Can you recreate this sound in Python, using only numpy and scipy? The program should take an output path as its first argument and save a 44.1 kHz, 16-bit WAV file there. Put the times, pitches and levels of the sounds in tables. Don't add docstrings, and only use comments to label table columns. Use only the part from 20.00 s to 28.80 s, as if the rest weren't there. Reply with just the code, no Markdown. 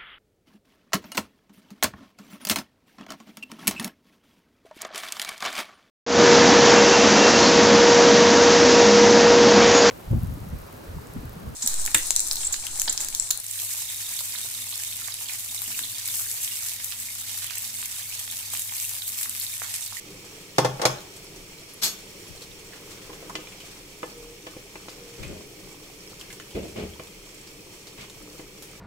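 import sys
import numpy as np
from scipy import signal
from scipy.fft import rfft, irfft, next_fast_len
from scipy.io import wavfile

SR = 44100
rng = np.random.default_rng(int(sys.argv[2]) if len(sys.argv) > 2 else 0)


def materialize(psi):
    bounded = np.clip(np.atleast_2d(psi).T, -1, 1)
    quanta = np.round(bounded * 32767).astype(np.int16)
    wavfile.write(sys.argv[1], SR, quanta)


N = 388080

# (frequency [Hz], left-right correlation [-1 to 1])
STEREO_LIKENESS = [(40, 1), (150, 0.95), (400, 0.86), (700, 0.07), (1300, 0.0094), (5500, -0.092),
                   (8000, 1), (15000, 0.75)]
# (frequency [Hz], t60 [s])
KITCHEN_T60 = [(100, 0.55), (500, 0.46), (2000, 0.46), (6000, 0.33), (15000, 0.26)]
# (time [s], length [s], level [dB])
PUFFS = [(2.287, 0.034, -43), (2.47, 0.042, -49), (5.187, 0.11, -37.5), (5.622, 0.055, -51),
         (8.16, .04, -55)]
# (time [s], length [s], level [dB])
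HUMS = [(4.111, 0.23, -46), (4.952, 0.23, -49)]
# (time [s], body [dB], thud [dB], crack [dB], rise time [s])
KNOCKS = [(.5820, -17.5, -24, -24.5, 0.0013), (.6455, -22.5, -27, -32, 0.0038),
          (.7950, -34, -40, -62, 0.00039), (.8150, -29, -63, -31.5, 0.0023),
          (.8300, -25.5, -61, -60, 0.0045), (.8525, -20, -28, -19.5, 0.00086)]
# (time [s], length [s], rumble [dB], rasp [dB], relative boom [dB])
NUDGES = [(5.171, 0.14, -42, -50, -44), (5.288, 0.057, -35, -51, -47), (5.342, 0.11, -43, -54, -66),
          (6.544, 0.072, -29, -41.5, -37), (6.623, 0.048, -33.5, -47.5, -53),
          (6.659, 0.059, -43.5, -56, -52), (6.753, 0.11, -30, -40, -47), (7.971, 0.1, -49, -43, -48)]
# (time [s], body [dB], thud [dB], crack [dB])
TAPS = [(3.095, -54, -45.5, -73), (3.130, -50, -56, -50), (3.226, -49, -56, -62),
        (3.353, -43.5, -48, -33.5), (3.385, -47.5, -49, -61), (3.471, -58, -55, -47),
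        (4.0302, -32.5, -52, -59), (4.467, -41.5, -62, -46), (4.565, -49, -44.5, -73),
        (4.755, -43, -74, -51), (4.883, -46.5, -55, -48), (5.232, -62, -53, -45), (6.117, -61, -53, -69),
        (6.398, -53, -77, -46.5), (6.996, -43.5, -46, -53), (8.395, -46.5, -48, -64)]
# (time [s], length [s], relative level [dB])
STROKES = [(2.7, .06, -43.5), (2.86, 0.41, -48), (3.48, 0.3, -48.5), (4.85, 0.49, -51.5),
           (6.184, 0.057, -47.5), (7.326, 0.15, -56), (8.68, .1, -53)]
# (time [s], relative level [dB], centre [Hz], t60 [s])
SPITS = [(1.162, -42, 8900, .12), (1.359, -44, 6700, .087), (2.418, -40, 4400, 0.12),
         (2.723, -46, 1990, .23), (2.915, -45, 4300, 0.057), (3.099, -43, 1080, 0.082),
         (3.295, -34.5, 1140, .052), (3.359, -39, 3330, 0.11), (3.519, -44, 2800, 0.093),
         (3.601, -42, 3170, .12), (4.89, -42.5, 5100, .14), (5.226, -39.5, 2600, 0.28),
         (6.194, -42.5, 5600, 0.14), (6.21, -38.5, 3330, 0.037), (6.301, -40.5, 2380, 0.11),
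         (6.325, -41.5, 9300, 0.096), (6.397, -45, 1900, 0.11), (6.504, -45, 3360, .12),
         (7.034, -47, 7300, .06), (7.07, -49, 3330, .079), (7.342, -47, 8300, .04), (7.469, -47, 5130, .12),
         (7.868, -43, 4750, 0.11), (8.008, -43, 4570, 0.14), (8.096, -44.5, 7550, .072),
         (8.621, -41, 12100, .16)]

# (frequency [Hz], relative level [dB], t60 [s])
WORKTOP_MODES = [(130.4, -4, 0.33), (149.4, -12.5, 0.26), (245, -5, 0.032), (401, -8, 0.054),
                 (510, 0, 0.12), (592, -11, .06), (619, -3.5, 0.068), (756, -6.5, 0.13), (829, 0.5, 0.075),
                 (897, -6, 0.095), (1080, -13, 0.29), (1123, -16, 0.23), (1340, -17, 0.12),
                 (1446, -19, .12), (1776, -20, 0.14), (2080, -15.5, 0.16), (3340, -14.5, 0.11),
                 (3650, -21, 0.2), (4200, -17, 0.16), (4400, -23, 0.24), (5040, -19, 0.17), (5233, -28, .2),
                 (5733, -18, 0.12), (6130, -28, 0.13), (6700, -33, .18), (7650, -19, 0.29), (8860, -7, 0.1)]
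STEEL_MODES = [(3530, 0, 0.14), (4096, -10, 0.13), (4300, 4, 0.078), (4375, 1.5, 0.24), (4750, -1, 0.054),
               (5500, -1, 0.13), (6700, -2, 0.15), (6600, -9, .13), (6760, 4, .1), (7860, 0, 0.061),
               (8260, 1.5, 0.16), (8350, -7, 0.23), (9360, -1, 0.062), (10700, -5, .05), (11400, 3, 0.058),
               (11400, -15, 0.14), (12600, -7, .04), (13500, -4, .04), (14000, -3, .05), (15000, -8, .06)]
PAN_MODES = [(200, -8.5, 0.044), (330, 5.5, 0.036), (496, 2, 0.076), (640, -5, 0.055), (750, -9, .04),
             (860, -5.5, 0.018), (1080, -2.5, .04), (1230, -2, 0.015), (1740, -18.5, 0.17),
             (2050, -3, 0.054), (2385, 2.5, 0.024), (2660, -9, 0.083), (2990, -4.5, 0.076),
             (3450, -11, 0.11), (3990, -18.5, 0.1), (5300, -22, 0.039), (6560, -9.5, 0.055)]
HOLLOW_MODES = [(1030, -8, 0.028), (2260, -4.5, 0.019), (3200, -12, 0.0097), (4325, 0, 0.018),
                (5630, 3, .012), (7300, -2, 0.009)]

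# (frequency [Hz], relative spectral density [dB])
FAN_EQ = [(20, -8), (35, 7.5), (52, -13.5), (80, -4.5), (125, -1), (165, -1.5), (200, 1), (240, -14.5),
          (295, 2), (345, -2), (410, 1), (520, -4), (720, -18), (1800, -25)]
KNOCK_EQ = [(40, -28), (90, -18), (150, 0.5), (500, 6), (900, 6), (1500, -4), (3000, -8), (5500, -2),
            (9000, -14), (12000, -16.5), (16000, -28)]
SCRAPE_EQ = [(50, -21), (200, -5.5), (2000, -5.5), (3200, -3), (4500, 5), (8000, -3.5), (10000, -9),
             (11300, 2), (12500, -3), (15500, -6.5)]
JUDDER_EQ = [(30, -19), (80, -2), (130, -12), (200, 3), (260, -4.5), (420, 0.5), (620, -6.5), (850, -20),
             (1600, -42), (4000, -53)]
WOOD_EQ = [(100, -27), (400, 6), (1000, 5), (1700, -5.5), (2400, -6.5), (4000, -3.5), (7000, -12),
           (15000, -41)]
SQUELCH_EQ = [(200, 1), (450, -4), (1100, -5), (1700, -5.5), (3100, -3), (5000, -3), (12000, -20)]
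CRACKLE_EQ = [(800, -1), (2000, -2), (3200, 0.5), (7500, 1), (10000, -6), (15500, -11)]
SIZZLE_EQ = [(500, -4.5), (1050, -1.5), (1750, -5), (2300, 4.5), (2700, 0.5), (3100, 1.5), (3750, -3.5),
             (5000, -1), (6300, -2.5), (7300, -5), (8800, -5.5), (10000, -10), (15500, -12)]

CUTOFF_HZ = 15650
PUFF_ATTACK_S, PUFF_T60_S, PUFF_LOW_HZ, PUFF_TOP_HZ = 0.023, 0.32, 22, 100
FAN_DB, FAN_WANDER_DB = -48, 1.33
HUM_HZ, HUM_SAG_HZ_PER_S, HUM_ATTACK_S, HUM_T60_S = 475, 20, 0.037, 0.29
SCRAPE_AT_S, SCRAPE_LENGTH_S, BITE_AFTER_S = 1.815, .061, .019
BITE_DB, LANDING_DB, EASE_DB_PER_S = -19.7, -5.5, 192
SMALL_SPITS_PER_S, SMALL_SPIT_LOW_HZ, SMALL_SPIT_HIGH_HZ, SPIT_ATTACK_S = 1.3, 4500, 8000, 0.0028
SIZZLE_DB, SIZZLE_SAG_DB_PER_S, SIZZLE_WANDER_DB = -46.5, 0.28, 0.23


def amp(db):
    return 10 ** (np.asarray(db) / 20)


def rms_one(x):
    return x / np.sqrt(np.mean(x ** 2) + 1e-20)


def at_hz(points, hz):
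    f, value = np.transpose(points)
    return np.interp(np.log(np.maximum(hz, 1)), np.log(f), value)


def cut(x, hz, kind, order=2):
    sos = signal.butter(order, np.clip(hz, 10, SR / 2 - 1000), kind, fs=SR, output="sos")
    return signal.sosfilt(sos, x)


def add(out, s, sound):
    i = round(s * SR)
    out[:, i:i + sound.shape[-1]] += sound[..., :N - i]


def balance(db):
    return amp([[db / 2], [-db / 2]])


def swell(s, length, attack, t60):
    t = np.arange(N) / SR - s
    return np.clip(t / attack, 0, 1) * amp(-60 * np.maximum(t - length, 0) / t60)


def drift(per_s):
    knots = rng.standard_normal(2000)
    return np.interp(np.arange(N) / SR * per_s, np.arange(len(knots)), knots)


def coloured(x, eq):
    size = next_fast_len(x.shape[-1])
    hz = np.arange(size // 2 + 1) * SR / size
    mid, side = rfft(x, size) * amp(at_hz(eq, hz))
    alike = np.clip(at_hz(STEREO_LIKENESS, hz), -.99, .99)
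    stereo = np.sqrt(1 + alike) * mid + np.sqrt(1 - alike) * side * [[1], [-1]]
    return rms_one(irfft(stereo, size)[:, :x.shape[-1]])


def noise(eq, size):
    return coloured(rng.standard_normal((2, size)), eq)


def clicks(per_s, spread_db, size):
    heights = amp(spread_db * np.minimum(rng.exponential(1, size), 4.5))
    return (rng.random(size) < per_s / SR) * heights * rng.choice([-1, 1], size)


def click_pair(per_s, spreads_db, size):
    return np.array([clicks(per_s, spread_db, size) for spread_db in spreads_db])


def ring(x, hz, t60):
    r, w = amp(-60 / (t60 * SR)), 2 * np.pi * hz / SR
    return signal.lfilter([0, np.sin(w)], [1, -2 * r * np.cos(w), r * r], x + 1e-18)


def kitchen(x):
    t = np.arange(SR // 2) / SR
    air, tail = noise([(20, 0), (20000, 0)], len(t)), 0
    for hz in 88 * 2. ** np.arange(8):
        octave = cut(air, [hz / np.sqrt(2), hz * np.sqrt(2)], "band")
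        tail = tail + octave * amp(-60 * t / at_hz(KITCHEN_T60, hz))
    tail = rms_one(tail * np.clip(t / 0.0081, 0, 1)) / np.sqrt(len(t))
    return signal.fftconvolve(x, tail, axes=1)[:, :N]


def shadowed(x, corner_hz=10000, depth=0.41):
    left, right = x
    hz = np.arange(N // 2 + 1) * SR / N
    loss = depth / (1 + (corner_hz / np.maximum(hz, 1)) ** 10)
    return np.array([left, irfft(rfft(right) * (1 - loss), N)])


def fan():
    return noise(FAN_EQ, N) * amp(FAN_DB + FAN_WANDER_DB * drift(7.3))


def hum():
    out, t = 0, np.arange(N) / SR
    for s, length, db in HUMS:
        hz = HUM_HZ - HUM_SAG_HZ_PER_S * (t - s) + 3 * drift(30)
        envelope = swell(s, length, HUM_ATTACK_S, HUM_T60_S) * amp(db + 1.3 * drift(11))
        out = out + envelope * np.sin(2 * np.pi * np.cumsum(hz) / SR)
    return out


def puffs():
    flow = sum(amp(db) * swell(s, length, PUFF_ATTACK_S, PUFF_T60_S) for s, length, db in PUFFS)
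    rumble = rms_one(cut(cut(rng.standard_normal(N), PUFF_TOP_HZ, "low"), PUFF_LOW_HZ, "high"))
    return np.array([flow * rumble, np.zeros(N)])


def impacts(rows, modes, eq, rattle_db, rattle_t60, thud_hz, crack_hz, vary_db):
    out, t = np.zeros((2, N)), np.arange(SR // 2) / SR
    hz, mode_db, t60 = np.transpose(modes)[:, :, None]
    snap, rattle = amp(3 - 60 * t / 0.024), amp(rattle_db - 60 * t / rattle_t60)
    phase = 2 * np.pi * hz * t
    for s, body_db, thud_db, crack_db, rise in rows:
        decays = amp(mode_db + vary_db * rng.standard_normal(hz.shape) - 60 * t / t60)
        skew = rng.standard_normal(hz.shape) * np.minimum(hz / 2500, 1)
        tone = np.array([np.sum(decays * np.sin(phase + side * skew), axis=0) for side in (1, -1)])
        hit = (tone + noise(eq, len(t)) * (snap + rattle)) * (1 - np.exp(-t / rise))
        thud = cut(hit, thud_hz, "low")
        body = -cut(hit, [thud_hz, crack_hz], "band")
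        crack = cut(hit, crack_hz, "high")
        for band, db in (thud, thud_db), (body, body_db), (crack, crack_db):
            add(out, s, amp(db) * band / np.std(band[:, :SR // 40]))
    return out


def worktop_knocks():
    hits = impacts(KNOCKS, WORKTOP_MODES, KNOCK_EQ, rattle_db=4, rattle_t60=0.083,
                   thud_hz=330, crack_hz=2200, vary_db=1)
    return cut(hits, 114, "high", order=3)


def utensil_scrape():
    since_bite = np.arange(N) / SR - SCRAPE_AT_S - BITE_AFTER_S
    ease_db = -EASE_DB_PER_S * np.clip(since_bite, 0, SCRAPE_LENGTH_S - BITE_AFTER_S)
    grip_db = BITE_DB + np.where(since_bite < 0, LANDING_DB, ease_db)
    force = amp(grip_db) * swell(SCRAPE_AT_S, SCRAPE_LENGTH_S, attack=.012, t60=.12)
    slips = click_pair(5000, (2.3, 2.6), N)
    grit = force * coloured(slips, SCRAPE_EQ) * amp(1.2 * drift(200))
    steel = sum(amp(db) * rms_one(ring(grit, hz, t60)) for hz, db, t60 in STEEL_MODES)
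    return amp(-0.5) * grit + amp(-2.5) * np.std(grit) * rms_one(steel)


def pan_nudges():
    out, t = np.zeros((2, N)), np.arange(SR // 4) / SR
    for s, length, rumble_db, rasp_db, boom_db in NUDGES:
        push = np.interp(t / length, [0, .14, .6, 1.2], [0, 0.88, 0.76, 0.009])
        slips = click_pair(900, (3.2, 3.4), len(t))
        rumble = amp(rumble_db) * coloured(slips, JUDDER_EQ)
        rasp = amp(rasp_db) * rms_one(cut(noise(SIZZLE_EQ, len(t)), 3600, "low"))
        boom = amp(boom_db - 2.5) * rms_one(cut(slips[0], [35, 170], "band"))
        add(out, s, push * (rumble + rasp + boom))
    return out


def spatula_taps(rise_s=0.00056):
    return impacts([(*tap, rise_s) for tap in TAPS], PAN_MODES, WOOD_EQ, rattle_db=-8, rattle_t60=0.12,
                   thud_hz=269, crack_hz=1900, vary_db=2.5)


def bubbles(per_s, low_hz, high_hz, cycles, spread_db, sizes=14):
    bursts, size_of, out = clicks(per_s, spread_db, N), rng.integers(0, sizes, N), np.zeros((2, N))
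    for size, hz in enumerate(np.geomspace(low_hz, high_hz, sizes)):
        pop = np.sqrt(hz) * ring(bursts * (size_of == size), hz, cycles / hz)
        out += [pop, np.roll(pop, rng.integers(-6, 7))]
    return rms_one(out)


def stirring():
    push = sum(amp(db) * swell(s, length, attack=0.04, t60=0.29) for s, length, db in STROKES)
    tears_per_s = 2500 * amp(5.4 * drift(35))
    rustle = coloured(click_pair(tears_per_s, (1.4, 2.8), N), SQUELCH_EQ)
    pockets = bubbles(800, 740, 3500, cycles=12, spread_db=1.0)
    return push * (amp(-5) * rustle + amp(-9.5) * pockets)


def small_spits(count=40, relative_db=-52, t60=.15):
    gap, _, pitch = rng.random((count, 3)).T
    times = np.cumsum(-np.log(1 - gap)) / SMALL_SPITS_PER_S
    pitches = SMALL_SPIT_LOW_HZ * (SMALL_SPIT_HIGH_HZ / SMALL_SPIT_LOW_HZ) ** pitch
    return [(s, relative_db, hz, t60) for s, hz in zip(times, pitches) if s < N / SR]


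def spits():
    out, t = np.zeros((2, N)), np.arange(SR // 4) / SR
    for s, db, hz, t60 in SPITS + small_spits():
        drops = click_pair(4000, (1.5, 2.7), len(t))
        spray = rms_one(cut(drops + 0.3 * drops[::-1], [hz / np.sqrt(2), hz * np.sqrt(2)], "band"))
        sharpness = min(hz / 7000, 1)
        fizz = coloured(drops[::-1], CRACKLE_EQ) * amp(8.5) * sharpness
        cavity = amp(-1.5) * rms_one(ring(spray, hz, 25 / hz))
        smack = (spray + fizz + cavity) * amp(-60 * t / t60) * np.clip(t / SPIT_ATTACK_S, 0, 1)
        add(out, s, amp(db - 2.5) * smack / np.std(smack[:, :SR // 60]))
    return out


def pan_walls(x, hollow_db, echo_db, echoes=6):
    out = x.copy()
    for hz, db, t60 in HOLLOW_MODES:
        q = np.pi * hz * t60 / np.log(1000)
        out += amp(hollow_db + db) * signal.lfilter(*signal.iirpeak(hz, q, fs=SR), x)
    for side, lags in enumerate((rng.uniform(.0008, .009, (2, echoes)) * SR).astype(int)):
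        out[side] += amp(echo_db) * sum(np.pad(out[side], (lag, 0))[:N] for lag in lags)
    return rms_one(out) * np.std(x)


def simmer(sizzle_db):
    fizz = noise(SIZZLE_EQ, N) * amp(sizzle_db - 0.33 + .5 * drift(25))
    laps = np.abs(clicks(16, 3.0, N)) + 1e-18
    frying_off = signal.lfilter([1], [1, -np.exp(-1 / (.014 * SR))], laps)
    crackles_per_s = 500 * amp(5.0 * np.minimum(drift(10), 2)) + 3000 * frying_off
    crackle = coloured(click_pair(crackles_per_s, (2.8, 1.9), N), CRACKLE_EQ) * amp(sizzle_db - 6.0)
    pops = bubbles(110, 2590, 12500, cycles=35, spread_db=3.8) * amp(sizzle_db - 11.5)
    plops = bubbles(45, 315, 1285, cycles=19, spread_db=2.0) * amp(-61.5)
    return pan_walls(fizz + crackle + pops, hollow_db=-2, echo_db=-13.5) + plops


def scene():
    sizzle_db = SIZZLE_DB - SIZZLE_SAG_DB_PER_S * np.arange(N) / SR + SIZZLE_WANDER_DB * drift(2.91)
    drone, knocks, taps = fan(), worktop_knocks(), spatula_taps()
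    aside = knocks + utensil_scrape()
    near = taps + spits() + stirring() + pan_nudges()
    room = kitchen(amp(-9) * aside + amp(-8.5) * near)
    background = shadowed(aside + room) * balance(db=1.4) + puffs() + (drone + hum()) * balance(db=0.9)
    return background + near * balance(db=0.3) + simmer(sizzle_db) * balance(db=-1.1)


def record(dry):
    return signal.sosfilt(signal.ellip(10, .1, 90, CUTOFF_HZ, fs=SR, output="sos"), np.tanh(dry))


dry = scene()
out = record(dry)
materialize(out)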